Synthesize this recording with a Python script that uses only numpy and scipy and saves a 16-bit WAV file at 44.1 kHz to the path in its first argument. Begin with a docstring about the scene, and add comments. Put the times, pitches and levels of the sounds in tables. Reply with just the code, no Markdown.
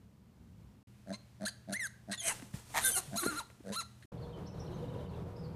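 """First the quiet air of a carpeted living room, then a piglet close by: grunts, short squeals and a thin whistle.
It screams as it scrambles out of a soft cloth cube, which tumbles over with padded knocks and swishes of fabric.
After a short silence: a lawn with a distant engine, faint whines and birds.
Vocal folds are oscillators roughened by rasp, grunts are pulses ringing resonances, knocks are damped tones;
air, cloth and rumble are coloured noise, and machines, birds and whines are wavering near-sine tones."""
import sys
import numpy as np
from scipy import signal
from scipy.fft import rfft, irfft, next_fast_len
from scipy.io import wavfile
from scipy.ndimage import uniform_filter1d

SR = 44100
rng = np.random.default_rng(int(sys.argv[2]) if len(sys.argv) > 2 else 0)


def digitize_waveform(pressure):
    """Quantize a signal to 16-bit integers and store it at the path in sys.argv[1].

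    Rows of a 2-D input are taken as channels; values are limited to [-1, 1].
    """
    field = np.atleast_2d(pressure).T
    bounded = np.clip(field, -1, 1)
    quanta = np.round(bounded * 32767).astype(np.int16)
    wavfile.write(sys.argv[1], SR, quanta)


N = 245107
TIME = np.arange(N) / SR
TOP_HZ = 15100  # upper limit of the recorder

# quiet room, piglet and cube, lawn (start t/s, end t/s)
PASSAGES = [(0, .828), (.873, 4.056), (4.121, 5.6)]
# spectrum of the room air (f/Hz, level/dB)
ROOM_AIR = [(15, -30), (25, -35), (66, -1), (121, -3), (207, -3.5), (278, -15.5), (326, -16.5), (373, -18),
            (691, -27.5), (927, -27), (1720, -34.5), (2500, -36), (15000, -46.5)]
# hum lines in the room (f/Hz, level/dB)
HUM = [(81, -70), (119.5, -62), (204, -70)]
# closed-mouth grunts (start t/s, end t/s, nominal pulse rate f/Hz, level/dB before a common trim,
# nasal resonance f/Hz, its width f/Hz)
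GRUNTS = [(1.062, 1.145, 97.4, -39.5, 623, 90), (1.399, 1.465, 100.9, -38, 622, 90),
          (1.675, 1.737, 97.2, -39, 628, 90.5), (2.076, 2.131, 101.2, -40, 654, 89),
          (3.112, 3.179, 103.7, -38.5, 681, 100.4), (3.639, 3.748, 100.3, -40, 486, 190.5)]
# snout resonances (f/Hz, width f/Hz, level/dB)
SNOUT = [(1600, 220, 17), (2100, 150, -27), (4160, 1500, 0), (6240, 330, 1), (10100, 3300, 5)]
# short squeals (start t/s, lock t/s, crest t/s, let go t/s (let go before lock: loose and raspy throughout),
# end t/s, pitch before loose folds lower it: at the lock f/Hz, crest f/Hz, end f/Hz,
# fall shape (1 straight, 2 round), fundamental level/dB, overtones level/dB,
# gain of the shrill top level/dB, even harmonics level/dB,
# band shaped by the lips f/Hz, its gain level/dB, overtone change while loose level/dB)
SQUEALS = [(1.129, 1.149, 1.1, 1.14, 1.162, 1263, 1224, 1185, 1, -47, -54.5, -20, 7, 2400, 18, 8),
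           (1.454, 1.468, 1.48, 1.48, 1.497, 1558, 1762, 1700, 2.3, -38.5, -41, -6.5, -1.5, 4400, 7, 5.5),
           (1.725, 1.74, 1.786, 1.867, 1.874, 1664, 2174, 1440, 1.06, -39, -42, -3.5, -6, 4030, -2.5, 4.5),
           (2.115, 2.134, 2.13, 2.1, 2.158, 1915, 2140, 2100, 1.4, -35.5, -38.5, -14.5, -5.5, 4300, -1, 0.5),
           (3.722, 3.761, 3.783, 3.807, 3.83, 1240, 1385, 872, 2.4, -41.5, -40, -8.5, -1.5, 2730, 9.5, -4),
           (4.025, 4.032, 4.034, 3.97, 4.043, 2005, 2090, 2056, 0.96, -49, -55, -11, 3, 4100, 4.5, -3)]
# spectrum of the open throat (f/Hz, level/dB)
THROAT = [(400, -10.5), (800, -10), (1500, 2), (2100, -7), (2750, -20), (3650, -0.5), (4150, 8), (4650, -4),
          (5200, -9.5), (5650, -7), (6400, 2.5), (7400, -4), (9400, 6.5), (12500, -5), (14000, -11.5)]
# mouth resonances rung by rasping air (f/Hz, width f/Hz, level/dB)
MOUTH = [(671, 75, 7.5), (1120, 230, 2), (1590, 350, 5.5), (2040, 350, 1.5), (2610, 210, 4)]
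# thin high whistle (t/s, pitch f/Hz, fundamental level/dB, overtones level/dB, strain 0-1)
WHISTLE = [(2.179, 3436, -48.5, -46.5, 0.28), (2.192, 3530, -46, -51.5, 0.04),
           (2.208, 3255, -46.5, -39, 0.07), (2.224, 3040, -55, -53, 0.54)]
# torn scream on leaping out (t/s, whistle f/Hz, fold f/Hz, flap f/Hz,
# whistle level/dB, fold level/dB, flap level/dB, overtones level/dB, rasp 0-1)
SCREECH = [(2.218, 3040, 2080, 689.6, -58, -54, -60, -53, .4),
           (2.24, 3120, 2082, 702, -50, -55, -57, -43, 0.67),
           (2.258, 3130, 2100, 670, -49, -46.5, -46, -36.5, 0.75),
           (2.286, 3090, 2094, 630, -39, -42, -46, -32, 0.94),
           (2.302, 2912, 2070, 847, -51, -36.5, -48.5, -36.5, .7),
           (2.314, 2734, 1860, 996, -49, -44.5, -42, -41, 0.98),
           (2.327, 2610, 1600, 832, -51, -52.5, -46.5, -44, .8)]
# wide-open mouth in that scream (f/Hz, level/dB)
SCREECH_MOUTH = [(3100, -5), (4100, -8), (5200, 2), (6300, 3), (7200, 2), (8100, 8), (9400, -2.5),
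                 (10700, 4.5)]
# scream as the cube tumbles: same columns (t/s, three f/Hz, four level/dB, rasp 0-1)
TUMBLE = [(2.812, 3780, 1351, 480.6, -57.5, -49.5, -64, -43, .95),
          (2.837, 3720, 1450, 500, -55, -49.5, -62, -37, .85),
          (2.848, 3600, 1552, 500, -50, -36.5, -55.5, -29.5, .4),
          (2.872, 3638, 1566, 508.4, -42, -36.5, -55, -28, .28),
          (2.892, 3530, 1522, 489, -46, -41, -47.5, -30.5, .42),
          (2.912, 3450, 1517, 418, -58, -53.5, -51, -37.5, .9),
          (2.923, 3077, 1542, 739, -59, -57.5, -57, -36.5, 0.23),
          (2.942, 3180, 1590, 781, -46.5, -51.5, -69, -36, .08),
          (2.961, 2814, 1405, 699, -50.5, -44.5, -52, -33, .25),
          (2.973, 2883, 1415, 747, -46.5, -44.5, -39.5, -29, 0.6),
          (2.99, 2670, 1350, 725, -56.5, -51, -44, -34, .9),
          (3.004, 2550, 1260, 680, -69, -60.5, -51, -47.5, 1)]
# wide-open mouth in the tumbling scream (f/Hz, level/dB)
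TUMBLE_MOUTH = [(3600, -4), (4200, -3), (5500, 1), (7300, 2), (8400, 6.5), (9400, 4.5), (10600, 7.5),
                (12500, 7)]
# swishes of cloth (peak t/s, level/dB, rise dB/s, fall dB/s)
SWISHES = [(2.28, -47, 599.5, 75), (2.548, -51, 600, 119), (2.79, -45.5, 119.5, 37.5), (3.15, -54, 50, 46),
           (3.39, -50.5, 42, 320), (3.67, -67, 105, 16)]
# spectrum of rubbing cloth (f/Hz, level/dB)
CLOTH = [(150, 8), (700, 1.5), (2000, -2.5), (5000, -4), (9000, -1.5), (12000, -8.5), (15000, -15)]
# soft knocks of trotters and cube (t/s, ring level/dB, pitch f/Hz, ring t60 t/s, scuff level/dB)
KNOCKS = [(2.397, -48, 172, 0.041, -51), (2.423, -40, 252, 0.052, -44.5), (2.441, -49, 170, .04, -66),
          (2.539, -29.5, 148, 0.026, -50.5), (2.553, -43, 70, .08, -65), (3.078, -40.5, 136, 0.19, -57),
          (3.26, -19, 330, 0.0032, -58), (3.277, -33.5, 219, 0.032, -59), (3.501, -63, 384, 0.025, -49),
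          (3.603, -42, 285, 0.0088, -64), (4.045, -53, 303, 0.022, -79)]
# open mouth in a bark (f/Hz, width f/Hz, level/dB)
BARK_MOUTH = [(854, 350, -5), (1240, 160, -11), (1750, 220, -2.5), (3550, 950, -18), (6400, 2100, -19),
              (8270, 1100, -25), (10940, 1500, -36)]
# long wavering squeal: pitch (t/s, f/Hz)
WAVER_PITCH = [(3.16, 960), (3.178, 1321), (3.19, 1396), (3.202, 1290), (3.21, 1139.5), (3.227, 1149),
               (3.245, 1089.5), (3.262, 1319), (3.278, 1424), (3.302, 1370), (3.322, 1230), (3.338, 1130.5),
               (3.358, 1220.5), (3.371, 1370.5), (3.385, 1426.5), (3.395, 1321), (3.407, 960), (3.422, 812)]
# long wavering squeal: overtones (t/s, level/dB)
WAVER_OVERTONES = [(3.16, -42), (3.18, -34.5), (3.234, -42.5), (3.274, -38.5), (3.286, -43.5), (3.35, -53),
                   (3.396, -40.5), (3.418, -62)]
# spectrum of the lawn's rumble (f/Hz, level/dB)
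LAWN = [(15, -48.5), (25, -13), (44, -8.5), (122, -2.5), (173, -2), (231, -10.5), (318, -14), (472, -11.5),
        (684, -18), (966, -20), (1130, -24.5), (1920, -35), (5690, -45.5), (6500, -48), (14000, -51)]
# distant engine lines (f/Hz, level/dB)
ENGINE = [(81, -56.5), (120, -55), (161.5, -55), (186, -59.5), (293, -69), (372, -66), (410, -70),
          (477, -58), (570, -64.5), (953, -69.5)]
# single bird notes (t/s, length t/s, start f/Hz, end f/Hz, level/dB, warble as share of pitch)
BIRDS = [(4.204, 0.053, 4640, 4050, -65.5, 0.022), (4.232, 0.035, 3900, 3100, -67.5, .015),
         (4.32, .04, 3300, 2930, -63.5, 0.021), (4.425, .025, 3500, 4400, -77, .01),
         (4.458, .032, 5100, 6140, -59, 0.047), (4.5, 0.022, 2670, 2600, -72, .01),
         (4.589, 0.034, 5680, 5350, -57, .065), (4.728, 0.044, 6650, 5850, -69, .015),
         (5.128, 0.0246, 3050, 2420, -68, .01), (5.156, .025, 3250, 3700, -69, .02),
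         (5.356, .025, 4800, 5580, -64.5, .03), (5.376, 0.039, 5300, 4930, -67, 0.021),
         (5.421, 0.062, 5010, 4450, -65, 0.045)]
# faint whines on the lawn (t/s, length t/s, start f/Hz, middle f/Hz, end f/Hz, level/dB)
WHINES = [(4.67, .11, 330, 365, 390, -54), (4.76, .135, 370, 491, 463, -49.5),
          (4.831, .08, 300, 280, 255, -54), (4.905, 0.096, 477, 525, 490, -53),
          (4.96, .1, 545, 575, 590, -54), (5.09, 0.18, 384.4, 410, 345, -54)]

GRUNT_SPEEDUP_PER_S = .7  # the flaps quicken as a grunt goes on
ATTACK_S, ATTACK_DB = 0.011, -5.5  # a squeal builds quickly
RELEASE_S, RELEASE_DB = 0.016, -11.5  # and sinks as the air runs out
CHOKE_HZ, CHOKE_WIDTH_HZ, CHOKE_DB = 2112, 16, -13  # a squeal drops in level above this pitch
THIN_ABOVE_HZ, THIN_DB_PER_HZ = 1610, -0.0155  # a tighter, higher squeal is purer
BURST_FADE_S, BURST_RASP = 0.0174, .85  # opening burst of air
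LOOSE_RASP, CLEAN_RASP = 0.59, 0.042  # rasp added by loose folds, and rasp always present
SNAP_S = 0.00308  # where folds do lock, they lock and let go abruptly
BREAK_SHARE, SCOOP_PER_S = .11, 3.0  # loose folds sound lower; the pitch scoops up to the lock time
LOOSE_LOSS_DB = -7  # loose folds lose the fundamental


def undb(db):
    """Decibels to gain."""
    return 10 ** (np.asarray(db) / 20)


def unit(x):
    """Scale to rms 1."""
    return x / np.sqrt(np.mean(x ** 2) + 1e-20)


def steady(x):
    """Hold the short-term rms near 1."""
    return x / np.sqrt(np.abs(uniform_filter1d(x ** 2, size=500)) + 1e-12)


def curves(table, t):
    """The columns of a table, joined by straight lines in time."""
    s, *columns = np.transpose(table)
    return [np.interp(t, s, c) for c in columns]


def gain_at(points, hz):
    """Gain of a (f/Hz, level/dB) spectrum at the given frequencies."""
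    f, db = np.transpose(points)
    return undb(np.interp(np.log(hz + 1), np.log(f), db))


def colour(x, points):
    """Filter by a (f/Hz, level/dB) spectrum."""
    m = next_fast_len(len(x))
    gain = gain_at(points, np.fft.rfftfreq(m, 1 / SR))
    return irfft(rfft(x, m) * gain, m)[:len(x)]


def noise(points, n=N):
    """Noise with the given spectrum, rms 1."""
    return unit(colour(rng.standard_normal(n), points))


def walk(rate, n=N):
    """A smooth random wander of spread about 1, with a fresh value rate times a second."""
    k = max(int(SR / rate), 2)
    steps = np.repeat(rng.standard_normal(n // k + 1), k)
    return 1.312 * uniform_filter1d(steps, k)[:n]


def butter(x, hz, kind, order=4):
    """Low-pass or high-pass."""
    return signal.sosfilt(signal.butter(order, min(hz, SR / 2 - 100), kind, fs=SR, output="sos"), x)


def resonate(x, modes):
    """Parallel (f/Hz, width f/Hz, level/dB) resonances."""
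    return sum(undb(db) * signal.lfilter(*signal.iirpeak(hz, hz / width, fs=SR), x)
               for hz, width, db in modes)


def gate(t, start, end, fade_s):
    """1 from start to end, with ramps outside."""
    return np.clip(1 + np.minimum(t - start, end - t) / fade_s, 0, 1)


def swell(t, peak_s, rise_db_per_s, fall_db_per_s):
    """Level in dB that climbs to 0 at the peak and falls away."""
    return np.minimum((t - peak_s) * rise_db_per_s, (peak_s - t) * fall_db_per_s)


def turn(hz):
    """Phase of an oscillator that follows hz."""
    return 2 * np.pi * np.cumsum(hz) / SR


def span(start, end):
    """Sample indices between two times."""
    return np.arange(max(int(start * SR), 0), min(int(end * SR), N))


def place(sounds):
    """Lay (indices, samples) pairs on the time line."""
    out = np.zeros(N)
    for at, sound in sounds:
        out[at] += sound
    return out


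def quiet_room():
    """Room air alone: coloured noise whose level wanders slightly."""
    return undb(-58.0) * noise(ROOM_AIR) * undb(0.62 * walk(15.7))


def tones(lines, drift, flutter_db):
    """Machine lines: sines with slightly unsteady pitch and level."""
    total = np.zeros(N)
    for hz, db in lines:
        level = np.sqrt(2) * undb(db + flutter_db * walk(12))
        total += level * np.sin(turn(hz * (1 + drift * walk(7))))
    return total


def humming_room():
    """Room air, a brighter hiss and faint hum lines behind the piglet."""
    hiss = undb(-70.5) * noise([(300, 12.0), (2000, 5.0), (10000, -3), (15000, -9.0)])
    return undb(-62.5) * noise(ROOM_AIR) + hiss + tones(HUM, drift=0.0018, flutter_db=1.0)


def reflections(x, wet_db=-16, t60=0.41, treble_t60=0.3, first_s=0.0011):
    """Add a dense tail of scattered reflections; the treble dies first."""
    t = TIME[:SR // 2]
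    scatter = rng.standard_normal(len(t)) * (t > first_s)
    body = butter(scatter, 5800, "low") * undb(-60 * t / t60)
    treble = butter(scatter, 4500, "high") * undb(-60 * t / treble_t60)
    tail = body + undb(-2.5) * treble
    return x + undb(wet_db) * signal.fftconvolve(x, tail / np.sqrt(np.sum(tail ** 2)))[:N]


def grunt(start, end, hz, db, nose_hz, nose_width_hz, ring_hz=207, ring_width_hz=40, nose_db=-6,
          wheeze_db=-17, scatter_db=1.7, gurgle_db=-24):
    """Slack folds flap a few times and ring the closed mouth; each flap gurgles and wheezes through the snout."""
    at = span(start, end + 0.029)
    beats = np.arange(0, end - start, 1 / hz)
    beats = beats + GRUNT_SPEEDUP_PER_S * beats * (end - start - beats)
    chance = rng.standard_normal((len(beats), 3))
    moments = (np.abs(beats + .00042 * chance[:, 0]) * SR).astype(int)
    effort = np.sin(np.pi * (np.arange(len(beats)) + .5) / len(beats))
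    pulses, puffs = np.zeros((2, len(at)))
    pulses[moments] = effort * undb(scatter_db * chance[:, 1])
    puffs[moments] = effort ** 2 * undb(0.46 * chance[:, 2])
    # each puff of air decays over 2.6 ms
    air = rng.standard_normal(len(at)) * signal.lfilter([1], [1, -np.exp(-1 / (0.0026 * SR))], puffs)
    body = resonate(pulses + undb(gurgle_db) * air,
                    [(ring_hz, ring_width_hz, 0), (nose_hz, nose_width_hz, nose_db)])
    body = butter(butter(body, 680, "low", order=6), 60, "high", order=2)
    wheeze = butter(resonate(air, SNOUT), 8200, "low")
    return at, undb(db - 4.5) * (unit(body) + undb(wheeze_db) * unit(wheeze))


def release(t, end):
    """Level in dB of a squeal as the air runs out."""
    return RELEASE_DB * np.clip(1 - (end - t) / RELEASE_S, 0, 1)


def voice(hz, low_db, high_db, rasp, depth, slow_hz, shrill_db, edge_hz, even_db, slow_waver=0.011,
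          waver=0.0084, throb=0.53, second_db=-4.0, lips=(3000, 0), lips_spread=1.22):
    """Tight folds whistle; rasp makes cycles uneven and air rush, and a slower vibration adds sidebands."""
    n = len(hz)
    slow = turn(slow_hz * (1 + slow_waver * walk(300, n)))
    sway = depth * np.sin(slow)
    jitter = .04 * rasp ** 2
    phase = turn(hz * (1 + (waver + jitter) * walk(1100, n)))
    shake = 1 + throb * depth * np.cos(slow)
    # even harmonics have their own level; each harmonic flickers as the folds' contact changes
    k = np.arange(2, 17)[:, None]
    flicker_db = 4.2 * np.array([walk(100, n) for _ in k])
    weights = undb(even_db * (k % 2 == 0) + flicker_db) * (k * hz < TOP_HZ)
    harmonics = np.sum(weights * np.sin(k * (phase + .36 * sway)), axis=0)
    overtones = colour(harmonics * shake, THROAT)
    # air escapes in uneven puffs, once a cycle
    puffs = (1 + .6 * np.cos(phase)) * shake * undb(3.5 * rasp * walk(300, n))
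    rush = rng.standard_normal(n) * puffs
    hoarse = butter(butter(resonate(rush, MOUTH), 3000, "low"), 450, "high")
    hiss = butter(colour(rush, THROAT), 2700, "high")
    air_share = np.clip(np.abs(rasp) ** 2.4 + .004, 0, .99)
    tone_gain, air_gain = np.sqrt(1 - air_share), np.sqrt(air_share)
    low = tone_gain * steady(np.sin(phase + sway) * shake) + air_gain * steady(hoarse)
    high = tone_gain * steady(overtones) + air_gain * steady(hiss)
    # the top band sets how shrill the call is
    top = signal.sosfiltfilt(signal.butter(3, 7500, "high", fs=SR, output="sos"), high)
    lips_hz, lips_db = lips
    lip_curve = [(lips_hz / lips_spread, 0), (lips_hz, lips_db), (lips_hz * lips_spread, 0)]
    shaped = colour(high + top * (undb(shrill_db) - 1), lip_curve)
    high = steady(butter(shaped, edge_hz, "low", order=6))
    return undb(low_db) * (low + undb(second_db) * sway) + undb(high_db) * high


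def squeal(start, lock, crest, let_go, end, lock_hz, crest_hz, end_hz, fall_shape, low_db, high_db,
           shrill_db, even_db, lips_hz, lips_db, loose_db, rise_shape=1.6):
    """Some squeals clear when the folds lock, others stay raspy; the pitch bends."""
    at = span(start - .02, end + 0.018)
    t = TIME[at]
    rising = np.interp(t, [lock, crest], [1, 0])
    falling = np.interp(t, [crest, end], [0, 1])
    loose = 1 - gate(t, lock, let_go, SNAP_S)
    hz = crest_hz + (lock_hz - crest_hz) * rising ** rise_shape + (end_hz - crest_hz) * falling ** fall_shape
    hz = hz * (1 - BREAK_SHARE * loose - SCOOP_PER_S * np.maximum(lock - t, 0))
    burst = BURST_RASP * gate(t, 0, start, BURST_FADE_S)
    rasp = np.clip(np.maximum(CLEAN_RASP + LOOSE_RASP * loose, burst), 0, 1)
    attack_db = ATTACK_DB * np.clip(1 - (t - start) / ATTACK_S, 0, 1)
    choke_db = CHOKE_DB * np.clip((hz - CHOKE_HZ) / CHOKE_WIDTH_HZ, 0, 1)
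    effort_db = attack_db + release(t, end) + choke_db
    press_db = loose_db * loose + THIN_DB_PER_HZ * np.maximum(hz - THIN_ABOVE_HZ, 0)
    sound = voice(hz, low_db + effort_db + LOOSE_LOSS_DB * loose, high_db + effort_db + press_db, rasp,
                  waver=0.0085, depth=0.47 * rasp, slow_hz=313, shrill_db=shrill_db, edge_hz=12000,
                  even_db=even_db, second_db=-15, lips=(lips_hz, lips_db))
    return at, sound * gate(t, start, end, 0.003)


def whistle(depth_per_strain=1.2, cycles=5.0):
    """A thin high whistle, strained at both ends, with a slow vibration at a fifth of its pitch."""
    start, end = WHISTLE[0][0], WHISTLE[-1][0]
    at = span(start - .02, end + 0.0205)
    hz, low_db, high_db, strain = curves(WHISTLE, TIME[at])
    depth = np.clip(depth_per_strain * strain, 0, 1)
    sound = voice(hz, low_db, high_db, strain, depth, hz / cycles,
                  shrill_db=-6.5, edge_hz=10500, even_db=8.5)
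    return at, sound * gate(TIME[at], start, end, 0.0045)


def scream(course, mouth, edge_hz, swing, tear, air_db, buzz_db, split_db):
    """Whistle and folds at separate pitches bend into sum and difference tones; rasp adds a splitting flap."""
    start, end = course[0][0], course[-1][0]
    at = span(start - .02, end + .02)
    n = len(at)
    high_hz, fold_hz, flap_hz, whistle_db, fold_db, flap_db, high_db, rasp = curves(course, TIME[at])

    def staggering(hz, stagger):
        """Phase that staggers more with rasp."""
        return turn(hz * (1 + .007 * walk(160, n) + stagger * rasp ** 1.5 * walk(900, n)))

    def lurch():
        """Random level changes that grow with rasp."""
        return undb((1 + .7 * rasp) * walk(450, n))

    high, fold, flap = staggering(high_hz, .045), staggering(fold_hz, .06), staggering(flap_hz, .12)
    bend = swing * np.sin(fold) + tear * rasp * np.sin(flap)
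    stack = sum(undb(4.5 * walk(130, n)) * np.sin(k * high + k ** .6 * bend) for k in range(1, 5))
    buzz = sum(undb(5 * walk(130, n)) * np.sin(k * fold + tear * np.sin(flap)) for k in range(4, 9))
    air = rng.standard_normal(n) * (1 + np.cos(flap)) * rasp
    bright = colour(colour(stack + undb(buzz_db) * buzz + undb(air_db) * air, THROAT), mouth)
    overtones = steady(butter(bright, edge_hz, "low", order=8))
    piping = steady(np.sin(high - rasp * np.sin(flap)) * (1 + rasp * np.cos(flap)))
    hoarse = steady(butter(butter(resonate(air, MOUTH), 3000, "low"), 900, "high"))
    growl = steady(np.sin(fold) + undb(-16) * np.sin(fold + flap) + 1.5 * rasp ** 3 * hoarse)
    # the flap splits towards half its pitch
    flapping = steady(np.sin(flap) * (1 + undb(split_db) * rasp * np.cos(flap / 2)))
    parts = [(whistle_db, piping), (fold_db, growl), (flap_db, flapping), (high_db, overtones)]
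    mix = sum(undb(db) * part * lurch() for db, part in parts)
    return at, mix * gate(TIME[at], start, end, .005)


def cloth(grain_db=1.0):
    """Fabric catches and slips as the cube rolls: grainy noise under the loudest swish of the moment."""
    swishes = [db + swell(TIME, peak_s, rise, fall) for peak_s, db, rise, fall in SWISHES]
    return noise(CLOTH) * undb(np.max(swishes, axis=0) + grain_db * walk(220))


def knock(start, db, hz, t60, scuff_db, push_s=0.0052, scuff_t60=0.021):
    """A padded blow: a decaying ring with a soft onset, and a short scuff."""
    at = span(start, start + 0.24)
    t = np.arange(len(at)) / SR
    decay = undb(-60 * np.maximum(t - push_s, 0) / t60)
    ring = np.sin(2 * np.pi * hz * t) * np.minimum(t / push_s, 1) * decay
    scuff = noise([(200, -9.5), (2000, -1.5), (5000, -26), (14000, -29)], len(at))
    return at, undb(db) * ring + undb(scuff_db) * scuff * undb(-60 * t / scuff_t60)


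def bark(start=2.741, peak_s=2.778, end=2.83, db=-28, rate_hz=152, pulse_db=6.0,
         yelp_from_hz=1020, yelp_to_hz=740, yelp_s=.022, yelp_db=-39):
    """A hoarse falling yelp runs into a harsh pulsing rush of air through the open mouth."""
    at = span(start, end)
    t, n = TIME[at], len(at)
    puffs = undb(pulse_db * np.cos(turn(rate_hz * (1 + 0.12 * walk(111, n)))))
    effort_db = db + swell(t, peak_s, rise_db_per_s=478, fall_db_per_s=481)
    rush = unit(butter(resonate(puffs * rng.standard_normal(n), BARK_MOUTH), 670, "high"))
    yelp_hz = np.interp(t, [start, start + yelp_s], [yelp_from_hz, yelp_to_hz])
    yelp_hz = yelp_hz * (1 + 0.083 * walk(700, n))
    yelp = unit(np.sin(turn(yelp_hz)) * np.sqrt(puffs)) * gate(t, start + 0.0033, start + yelp_s, 0.0039)
    return at, undb(effort_db) * rush + undb(yelp_db) * yelp


def wavering(db=-40.5, tight_hz=1400, slack_hz=1240, slack_db=-6,
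             split_from_s=3.232, split_to_s=3.358, split_depth=0.89):
    """A long squeal; where pitch sags the folds slacken and rasp, with a strong slow vibration in mid-call."""
    start, end = WAVER_PITCH[0][0], WAVER_PITCH[-1][0]
    at = span(start - .02, end + 0.0185)
    t = TIME[at]
    hz, high_db = curves(WAVER_PITCH, t)[0], curves(WAVER_OVERTONES, t)[0]
    slack = np.interp(hz, [slack_hz, tight_hz], [1, 0])
    split = gate(t, split_from_s, split_to_s, 0.017)
    rasp = .22 + slack * (.17 + .04 * split)
    low_db = db + slack_db * slack + 2.1 * walk(129.7, len(t)) + release(t, end + 0.0033)
    slow_hz = np.interp(t, [split_from_s, split_to_s], [350, 295])
    sound = voice(hz, low_db, high_db, rasp, depth=0.075 + split_depth * slack * split, slow_hz=slow_hz,
                  slow_waver=0.042, shrill_db=1.0, edge_hz=13000, even_db=-1.0, second_db=3.5, lips=(4100, 1))
    return at, sound * gate(t, start, end, 0.00363)


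def rumble(db=-45.5, loudest_s=4.93, flicker_db=1.5):
    """Low coloured noise over the lawn that slowly swells and sinks while its level flickers."""
    swell_db = swell(TIME, loudest_s, rise_db_per_s=2.0, fall_db_per_s=3.5)
    return noise(LAWN) * undb(db + swell_db + flicker_db * walk(30))


def far_birds(count=50, db=-73):
    """Rows of faint falling chirps scattered among the trees, each within 3 dB of the given level."""
    return [(4.15 + 1.05 * when, .025, 3300 + 1700 * pitch, 2500 + 1300 * pitch, db + 6 * (size - .5))
            for when, pitch, size in rng.random((count, 3))]


def bird(start, length, from_hz, to_hz, db, warble=0.027):
    """One slurred sine note with a quick random warble."""
    at = span(start, start + length)
    hz = np.geomspace(from_hz, to_hz, len(at)) * (1 + warble * walk(500, len(at)))
    return at, undb(db) * np.sqrt(2) * np.hanning(len(at)) * np.sin(turn(hz))


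def trill(start=4.655, period_s=.0555, note_s=.016, up_hz=(3650, 4550), down_hz=(3400, 2650),
          sag_hz=70, db=-64, fade_db=0.4, stray_s=.003, count=8):
    """Rows of one bird's repeated chirp: an upward flick that sinks each time, a downward slur, both fading."""
    notes = []
    for k, late in enumerate(rng.standard_normal(count)):
        when = start + k * period_s + stray_s * late
        level_db = db - k * fade_db
        notes.append((when, note_s, up_hz[0] - k * sag_hz, up_hz[1] - k * sag_hz, level_db))
        notes.append((when + .85 * note_s, note_s, *down_hz, level_db))
    return notes


def whine(start, length, from_hz, middle_hz, to_hz, db, waver=.008):
    """A pig's soft closed-mouth whine, nearly a pure tone, that bends through one arc."""
    at = span(start, start + length)
    arc = np.polyfit([-1, 0, 1], [from_hz, middle_hz, to_hz], 2)
    hz = np.polyval(arc, np.linspace(-1, 1, len(at))) * (1 + waver * walk(100, len(at)))
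    return at, undb(db) * np.sqrt(2 * np.hanning(len(at))) * np.sin(turn(hz))


def lawn():
    """Distant engine lines over the rumble, birds with reflections and dry whines, with the top rolled off."""
    birds = place(bird(*row) for row in BIRDS + trill() + far_birds())
    birds = reflections(birds, wet_db=-5.5, t60=0.41, treble_t60=0.22, first_s=0.0072)
    engine = tones(ENGINE, drift=.008, flutter_db=3)
    whines = place(whine(*row) for row in WHINES)
    return butter(rumble() + engine + birds + whines, 13800, "low", order=12)


def scene():
    """Quiet room, piglet and cube, lawn, with a moment of silence between them."""
    screams = [scream(SCREECH, SCREECH_MOUTH, edge_hz=11400, swing=0.68, tear=0.98,
                      air_db=-5, buzz_db=-12, split_db=-8),
               scream(TUMBLE, TUMBLE_MOUTH, edge_hz=13800, swing=0.77, tear=0.73,
                      air_db=4, buzz_db=-5.5, split_db=3)]
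    grunts = [grunt(*row) for row in GRUNTS]
    squeals = [squeal(*row) for row in SQUEALS]
    piglet = place(grunts + squeals + screams + [whistle(), bark(), wavering()])
    cube = butter(place(knock(*row) for row in KNOCKS), 45, "high", order=4) + cloth()
    indoors = reflections(piglet + cube) + humming_room()
    passages = zip([quiet_room(), indoors, lawn()], PASSAGES)
    return sum(sound * gate(TIME, *times, 0.0024) for sound, times in passages)[None]


def record(dry):
    """The recorder behind the microphone cuts the top steeply."""
    return signal.sosfilt(signal.ellip(8, .2, 70, TOP_HZ, fs=SR, output="sos"), dry)


dry = scene()
out = record(dry)
digitize_waveform(out)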